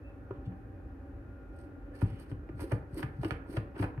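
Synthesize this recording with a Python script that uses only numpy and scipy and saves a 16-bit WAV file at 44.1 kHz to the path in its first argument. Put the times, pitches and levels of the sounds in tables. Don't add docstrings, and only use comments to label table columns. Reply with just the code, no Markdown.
import sys
import numpy as np
from scipy import signal
from scipy.fft import rfft, irfft
from scipy.io import wavfile

SR = 44100
rng = np.random.default_rng(int(sys.argv[2]) if len(sys.argv) > 2 else 0)


def to_wav(sig):
    pcm = np.clip(np.atleast_2d(sig), -1, 1) * 32767
    pcm = np.round(pcm).astype(np.int16)
    wavfile.write(sys.argv[1], SR, pcm.T)


N = 176400
TIME = np.arange(N) / SR
BLOW_TIME = TIME[:SR // 3]
RUB_PAN_DB = -3.5


def thread_rub():
    # moment of full speed, rise and hold, all in seconds, then relative level in dB.
    twists = [(1.587, 0.087, 0.052, -65.5), (1.951, 0.026, .05, -60), (2.011, 0.0067, 0.0062, -51),
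              (2.052, .03, 0.16, -66), (2.195, 0.022, 0.032, -58.5), (2.295, 0.063, 0.016, -62),
              (2.606, .05, 0.036, -51.5), (2.7, .03, 0.039, -57), (2.977, 0.071, 0.026, -49.5),
              (3.25, 0.11, 0.035, -54), (3.498, 0.039, 0.057, -53.5), (3.787, 0.035, 0.043, -52.5)]
    # frequency in Hz, relative gain in dB.
    rub_tone = [(150, 0.5), (350, 15.5), (700, 0.5), (1600, -1.5), (2600, -8), (3600, -15), (4600, -8),
                (6200, -21), (7700, -30), (8300, -8.5), (9500, -15), (11000, -11.5), (14000, -27.5),
                (15600, -32)]
    rise_db, fall_db_per_s, flutter_db = 26, 457, 3.5
    stereo_spread, edge_hz, edge_db = 0.53, 11600, 8
    power = 0
    for start, rise, hold, db in twists:
        fade_in_db = rise_db * np.maximum(start - TIME, 0) / rise
        fade_out_db = fall_db_per_s * np.maximum(TIME - start - hold, 0)
        power = power + from_db(db - fade_in_db - fade_out_db) ** 2
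    grit = rms_one(slips() + stereo_spread * slips() * [[1], [-1]])
    edge = butter([slips(), slips()], 2, edge_hz, "high")
    grit = grit + from_db(edge_db) * (power / power.max()) ** 0.6 * edge
    rub = grit * np.sqrt(power) * from_db(-flutter_db * drift(hz=54))
    return pan(colour(rub, rub_tone), RUB_PAN_DB)


def thread_ticks():
    # start in seconds, level in dB.
    catches = [(0.461, -70), (1.563, -65), (1.589, -54), (1.613, -57), (2.198, -47), (2.607, -46),
               (2.644, -51), (2.719, -38.5), (2.944, -47.5), (3.567, -49), (3.791, -51)]
    # frequency in Hz, relative gain in dB.
    tick_tone = [(1500, 4), (3300, -16), (5000, -5.5), (7600, -21), (8400, 6.5), (9500, -4), (12000, -8),
                 (15500, -28)]
    ticks = np.zeros(N)
    for start, db in catches:
        add(ticks, start, from_db(db) * rng.standard_normal(len(BLOW_TIME)) * dying(BLOW_TIME, t60=0.0085))
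    return pan(colour(ticks, tick_tone), RUB_PAN_DB)


def lid_clacks():
    # moment in seconds, level in dB, treble gain in dB,
    # left minus right in dB, build-up time of the contact in seconds.
    hits = [(0.31, -44, -33, -2.5, 0.0012), (0.523, -53.5, -20, -9, 0.0028), (2.019, -36, -3, -3, 0.0019),
            (2.317, -46.5, 2.5, 0, 0.002), (2.491, -44, -8, -1.5, 0.00082), (2.595, -44.5, 3, 2, 0.0014),
            (2.723, -31, -10, -3.5, 0.0058), (2.951, -59, -8, 4, 0.00087), (2.994, -41, 4, 4, 0.0012),
            (3.031, -32.5, 3, -3.5, 0.0031), (3.234, -35, -1, -1.5, 0.0016),
            (3.248, -32, 7.5, -2.5, 0.00093), (3.3079, -28, 7, -5, 0.0002), (3.323, -42, 4, 4, 0.0022),
            (3.462, -52, -11, 2, 0.0013), (3.54, -48, 0, 0.5, 0.00086), (3.571, -29.5, 0.5, -1.5, 0.0028),
            (3.766, -47, -7, -1, 0.0093), (3.801, -42, 3.5, -2.5, 0.013), (3.83, -31, -1, -0.5, 0.0051),
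            (3.842, -29.5, -5, -1, 0.0014), (3.978, -43.5, -31, -2, 0.00082)]
    # frequency in Hz, relative gain in dB.
    crack_tone = [(150, 0), (400, 6), (900, 6.5), (1800, -1), (2700, -6), (3700, -18.5), (5000, -20),
                  (7400, -41.5), (8500, -23.5), (12000, -33), (15500, -48)]
    # frequency in Hz, left-right correlation.
    crack_likeness = [(300, 0.81), (700, 0.44), (1300, 0.08), (3000, 0.35), (12000, 0.29)]
    crack_t60_s, rattle_t60_s, rattle_db, treble_hz = 0.0083, 0.046, -29, 2490
    snap_db, snap_width_s, snap_build_s = 17, 0.00009, 0.0007
    cracks, rings = np.zeros((2, 2, N))
    contact = stereo_noise(crack_likeness)
    dull, bright = butter(contact, 3, treble_hz, "low"), butter(contact, 3, treble_hz, "high")
    pulse = BLOW_TIME / snap_width_s * np.exp(1 - BLOW_TIME / snap_width_s)
    snap = np.diff(pulse, prepend=0)
    for start, db, treble_db, pan_db, build_s in hits:
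        after, before = np.maximum(TIME - start, 0), np.maximum(start - TIME, 0)
        decay = dying(after, crack_t60_s) + from_db(rattle_db) * dying(after, rattle_t60_s)
        envelope = np.exp(-before / build_s) * decay
        cracks += pan(from_db(db) * envelope * (dull + from_db(treble_db) * bright), pan_db)
        abruptness = np.exp(-build_s / snap_build_s)
        add(cracks, start, pan(from_db(db + snap_db) * abruptness * snap, pan_db))
        add(rings, start, pan(from_db(db) * lid_ring(), pan_db))
    return colour(cracks, crack_tone) + rings


def lid_ring():
    # frequency in Hz, level against the clack in dB, t60 in seconds.
    modes = [(444, -14.5, 0.11), (637, -6, 0.021), (790, -16.5, 0.13), (900, -14.5, 0.025),
             (1214.6, -13.5, 0.097), (1441, -19, 0.11), (1593, -25, 0.18), (1724, -13, 0.051),
             (1842, -26, 0.081), (2434, -23.5, 0.062)]
    ring = 0
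    for hz, db, t60 in modes:
        gain = from_db(db + rng.normal(0, 0.68)) * rng.choice([-1, 1])
        ring = ring + gain * np.sin(2 * np.pi * hz * BLOW_TIME) * dying(BLOW_TIME, t60)
    return ring * attack(BLOW_TIME, rise_s=0.0007)


def cup_knocks():
    # start in seconds, level in dB, pitch in Hz, t60 in seconds.
    knocks = [(.306, -29.5, 399, 0.029), (.472, -34, 182.4, 0.19), (2.024, -27.5, 266, 0.072),
              (2.315, -31.5, 274, 0.064), (2.492, -36, 320, 0.039), (2.624, -28.5, 280, 0.029),
              (2.638, -34.5, 346, 0.054), (2.722, -35, 292.3, 0.13), (2.969, -29, 306, 0.025),
              (2.994, -32, 290, 0.019), (3.033, -31.5, 288, 0.036), (3.233, -32, 362, 0.068),
              (3.25, -25, 323, 0.084), (3.318, -44, 320, 0.084), (3.494, -30.5, 287, 0.023),
              (3.54, -35, 326, 0.074), (3.571, -33.5, 323, 0.041), (3.766, -32.5, 334, 0.015),
              (3.797, -25, 295, 0.043), (3.832, -30.5, 307, 0.074)]
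    # multiple of the pitch, gain in dB.
    modes = [(0.999, -2), (1.472, -15), (2.398, -33)]
    return pan(soft_blows(knocks, modes, rise_s=0.0026), pan_db=0.2)


def table_thumps():
    # start in seconds, level in dB, pitch in Hz, t60 in seconds.
    thumps = [(.31, -36.5, 100, 0.048), (.468, -33.5, 103.8, 0.1), (.5, -43, 58.6, 0.079),
              (2.026, -18, 95.3, 0.069), (2.115, -34, 105.6, 0.087), (2.314, -30.5, 107, 0.077),
              (2.5, -38, 97, 0.047), (2.535, -37, 105.6, 0.088), (2.615, -33.5, 66, 0.044),
              (2.724, -22, 110.7, 0.073), (2.93, -33, 71, 0.034), (3.036, -28.5, 121, 0.063),
              (3.085, -44, 70.6, 0.13), (3.186, -31.5, 120.4, 0.13), (3.245, -31.5, 94, 0.084),
              (3.315, -29, 71, 0.016), (3.572, -25.5, 111, 0.069), (3.8, -26, 100.5, 0.087),
              (3.838, -30.5, 72, 0.048), (3.977, -29.5, 117.4, 0.051)]
    # multiple of the pitch, gain in dB.
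    modes = [(1, 2.5), (.62, -2.5), (1.7, -8)]
    return pan(soft_blows(thumps, modes, rise_s=0.0038), pan_db=1.26)


def soft_blows(blows, modes, rise_s):
    track = np.zeros(N)
    for start, db, hz, t60 in blows:
        envelope = attack(BLOW_TIME, rise_s) * dying(BLOW_TIME, t60)
        ring = sum(from_db(db + mode_db) * np.sin(2 * np.pi * hz * ratio * BLOW_TIME)
                   for ratio, mode_db in modes)
        add(track, start, -ring * envelope / envelope.max())
    return track


def cup_air():
    # start in seconds, level in dB, pitch in Hz.
    rings = [(2.726, -41, 483), (3.033, -46, 443), (3.31, -44, 476), (3.573, -54, 491), (3.836, -44.5, 497)]
    rise_s = 0.0069
    envelope = (1 - np.exp(-BLOW_TIME / rise_s)) * dying(BLOW_TIME, t60=0.33)
    track = np.zeros(N)
    for start, db, hz in rings:
        add(track, start, from_db(db) * np.sin(2 * np.pi * hz * BLOW_TIME) * envelope)
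    return track


def finger_scuffs():
    # middle and half-length in seconds, level in dB, band centre in Hz.
    scuffs = [(0.311, 0.003, -45.5, 950), (0.353, 0.029, -80, 2800), (0.46, 0.011, -71, 2900),
              (1.618, 0.11, -57, 300), (2.107, 0.15, -68.5, 2400), (2.642, 0.022, -48, 404),
              (2.969, 0.025, -51, 396), (3.251, 0.018, -43, 368), (3.491, 0.024, -58.5, 450),
              (3.773, 0.013, -60, 1250)]
    width_octaves = 0.7
    track, grit = np.zeros(N), slips()
    for middle, half_length, db, hz in scuffs:
        brush = butter(grit, 2, hz * 2 ** (np.array([-.5, .5]) * width_octaves), "band")
        track += from_db(db) * rms_one(brush) * np.exp(-((TIME - middle) / half_length) ** 2)
    return pan(track, pan_db=-3)


def grip_squeaks():
    # middle and half-length in seconds, level in dB, pitch in Hz,
    # glide in octaves per half-length, pitch jitter in octaves.
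    squeaks = [(0.072, 0.033, -66, 2645, 0.008, 0.004), (1.923, 0.024, -54.5, 505, 0.1, 0.09),
               (1.947, 0.015, -63, 1765, 0.025, 0.011)]
    sag_octaves = 0.028
    track = np.zeros(N)
    for middle, half_length, db, hz, glide, jitter in squeaks:
        offset = np.clip((TIME - middle) / half_length, -4, 4)
        pitch = hz * 2 ** (glide * offset - sag_octaves * offset ** 2 + jitter * drift(hz=160))
        tone = np.sqrt(2) * np.sin(2 * np.pi * np.cumsum(pitch) / SR)
        track += from_db(db) * tone * np.exp(-offset ** 2)
    return pan(track, RUB_PAN_DB)


def room_response():
    # frequency in Hz, t60 in seconds.
    decays = [(100, 0.32), (300, 0.52), (800, 0.51), (2000, 0.47), (5000, 0.18), (13000, 0.28)]
    # frequency in Hz, left-right correlation.
    reverb_likeness = [(100, 1), (300, 0.94), (600, 0.95), (1200, -0.73), (3000, 0.51), (12000, -0.54)]
    t, centres_hz = TIME[:SR // 2], np.geomspace(100, 12800, num=8)
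    spectrum, freqs = rfft(stereo_noise(reverb_likeness)[:, :len(t)]), np.fft.rfftfreq(len(t), 1 / SR)
    tail = 0
    for hz in centres_hz:
        band = at_hz(np.c_[centres_hz, centres_hz == hz], freqs)
        tail = tail + irfft(spectrum * band, len(t)) * dying(t, at_hz(decays, hz))
    early = 1 + from_db(5.5) * dying(t, t60=0.041)
    return rms_one(tail * early * attack(t, rise_s=0.0013)) / np.sqrt(len(t))


def room_tone():
    # frequency in Hz, relative gain in dB.
    air_tone = [(25, -22), (33, -16), (44, 4), (79, 0.5), (120, -5.5), (150, -16), (200, -12.5),
                (225, -17.5), (280, -2.5), (340, -12), (420, -18), (550, -18.5), (680, -27), (790, -23),
                (950, -31), (1450, -27), (1850, -31), (2100, -41), (2500, -40.5), (3000, -51), (4000, -69),
                (7000, -121), (9000, -60), (15500, -61)]
    # frequency in Hz, left-right correlation.
    air_likeness = [(50, 1), (150, 0.95), (300, 0.85), (600, 0.79), (1200, 0.054), (3000, 0.089),
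                    (12000, 0.033)]
    # frequency in Hz, level in dB, bandwidth in Hz.
    hum_lines = [(273.5, -63.5, 2.7), (485.5, -73.5, 3.2), (562, -66, 2.7), (780.4, -68, 2.6),
                 (1413, -70, 1.3), (2475, -86, 11)]
    bed = from_db(-46.5) * rms_one(colour(stereo_noise(air_likeness), air_tone))
    fan_noise = stereo_noise(air_likeness)
    for hz, db, width_hz in hum_lines:
        hum = signal.lfilter(*signal.iirpeak(hz, hz / width_hz, fs=SR), fan_noise)
        bed += from_db(db) * rms_one(hum)
    return bed


def slips():
    slips_per_s, spread_db = 11000, 2
    sizes = from_db(spread_db * np.minimum(rng.exponential(1, N), 4))
    return rms_one((rng.random(N) < slips_per_s / SR) * rng.choice([-1, 1], N) * sizes)


def drift(hz):
    freqs = np.fft.rfftfreq(N, 1 / SR)
    return rms_one(irfft(rfft(rng.standard_normal(N)) / (1 + (freqs / hz) ** 2), N))


def stereo_noise(likeness):
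    mid, side = rfft(rng.standard_normal((2, N)))
    alike = np.clip(at_hz(likeness, np.fft.rfftfreq(N, 1 / SR)), -.999, .999)
    return irfft(np.sqrt((1 + alike) / 2) * mid + np.sqrt((1 - alike) / 2) * side * [[1], [-1]], N)


def colour(x, tone):
    size = 2 * N
    gain = rms_one(from_db(at_hz(tone, np.fft.rfftfreq(size, 1 / SR))))
    cepstrum = irfft(np.log(gain))
    cepstrum[1:N] *= 2
    cepstrum[N + 1:] = 0
    return irfft(rfft(x, size) * np.exp(rfft(cepstrum)))[..., :N]


def butter(x, order, hz, kind):
    return signal.sosfilt(signal.butter(order, hz, kind, fs=SR, output="sos"), x)


def pan(x, pan_db):
    return x * from_db([[pan_db / 2], [-pan_db / 2]])


def from_right(x, lag_s):
    return np.array([np.interp(TIME - lag_s, TIME, x[0]), x[1]])


def attack(t, rise_s):
    return 1 - np.exp(-(t / rise_s) ** 2)


def dying(t, t60):
    return np.exp(-np.log(1000) * t / t60)


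def from_db(db):
    return 10 ** (np.asarray(db) / 20)


def rms_one(x):
    return x / np.sqrt(np.mean(x ** 2) + 1e-20)


def at_hz(points, hz):
    freqs, values = np.transpose(points)
    return np.interp(np.log(np.maximum(hz, 1)), np.log(freqs), values)


def add(track, start_s, sound):
    i = int(start_s * SR)
    track[..., i:i + sound.shape[-1]] += sound[..., :N - i]


def scene():
    plastic = thread_rub() + thread_ticks() + finger_scuffs() + grip_squeaks() + lid_clacks()
    body = table_thumps() + cup_knocks()
    send = from_db(-3.5) * plastic + from_db(-5) * body
    reverb = signal.fftconvolve(send, room_response(), axes=1)[:, :N]
    return from_right(plastic, lag_s=0.00013) + body + cup_air() + reverb + room_tone()


def record(dry):
    low_cut_hz, high_cut_hz = 39, 15600
    top_cut = signal.ellip(12, .1, 70, high_cut_hz, fs=SR, output="sos")
    return signal.sosfilt(top_cut, butter(dry, 10, low_cut_hz, "high"))


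dry = scene()
out = record(dry)
to_wav(out)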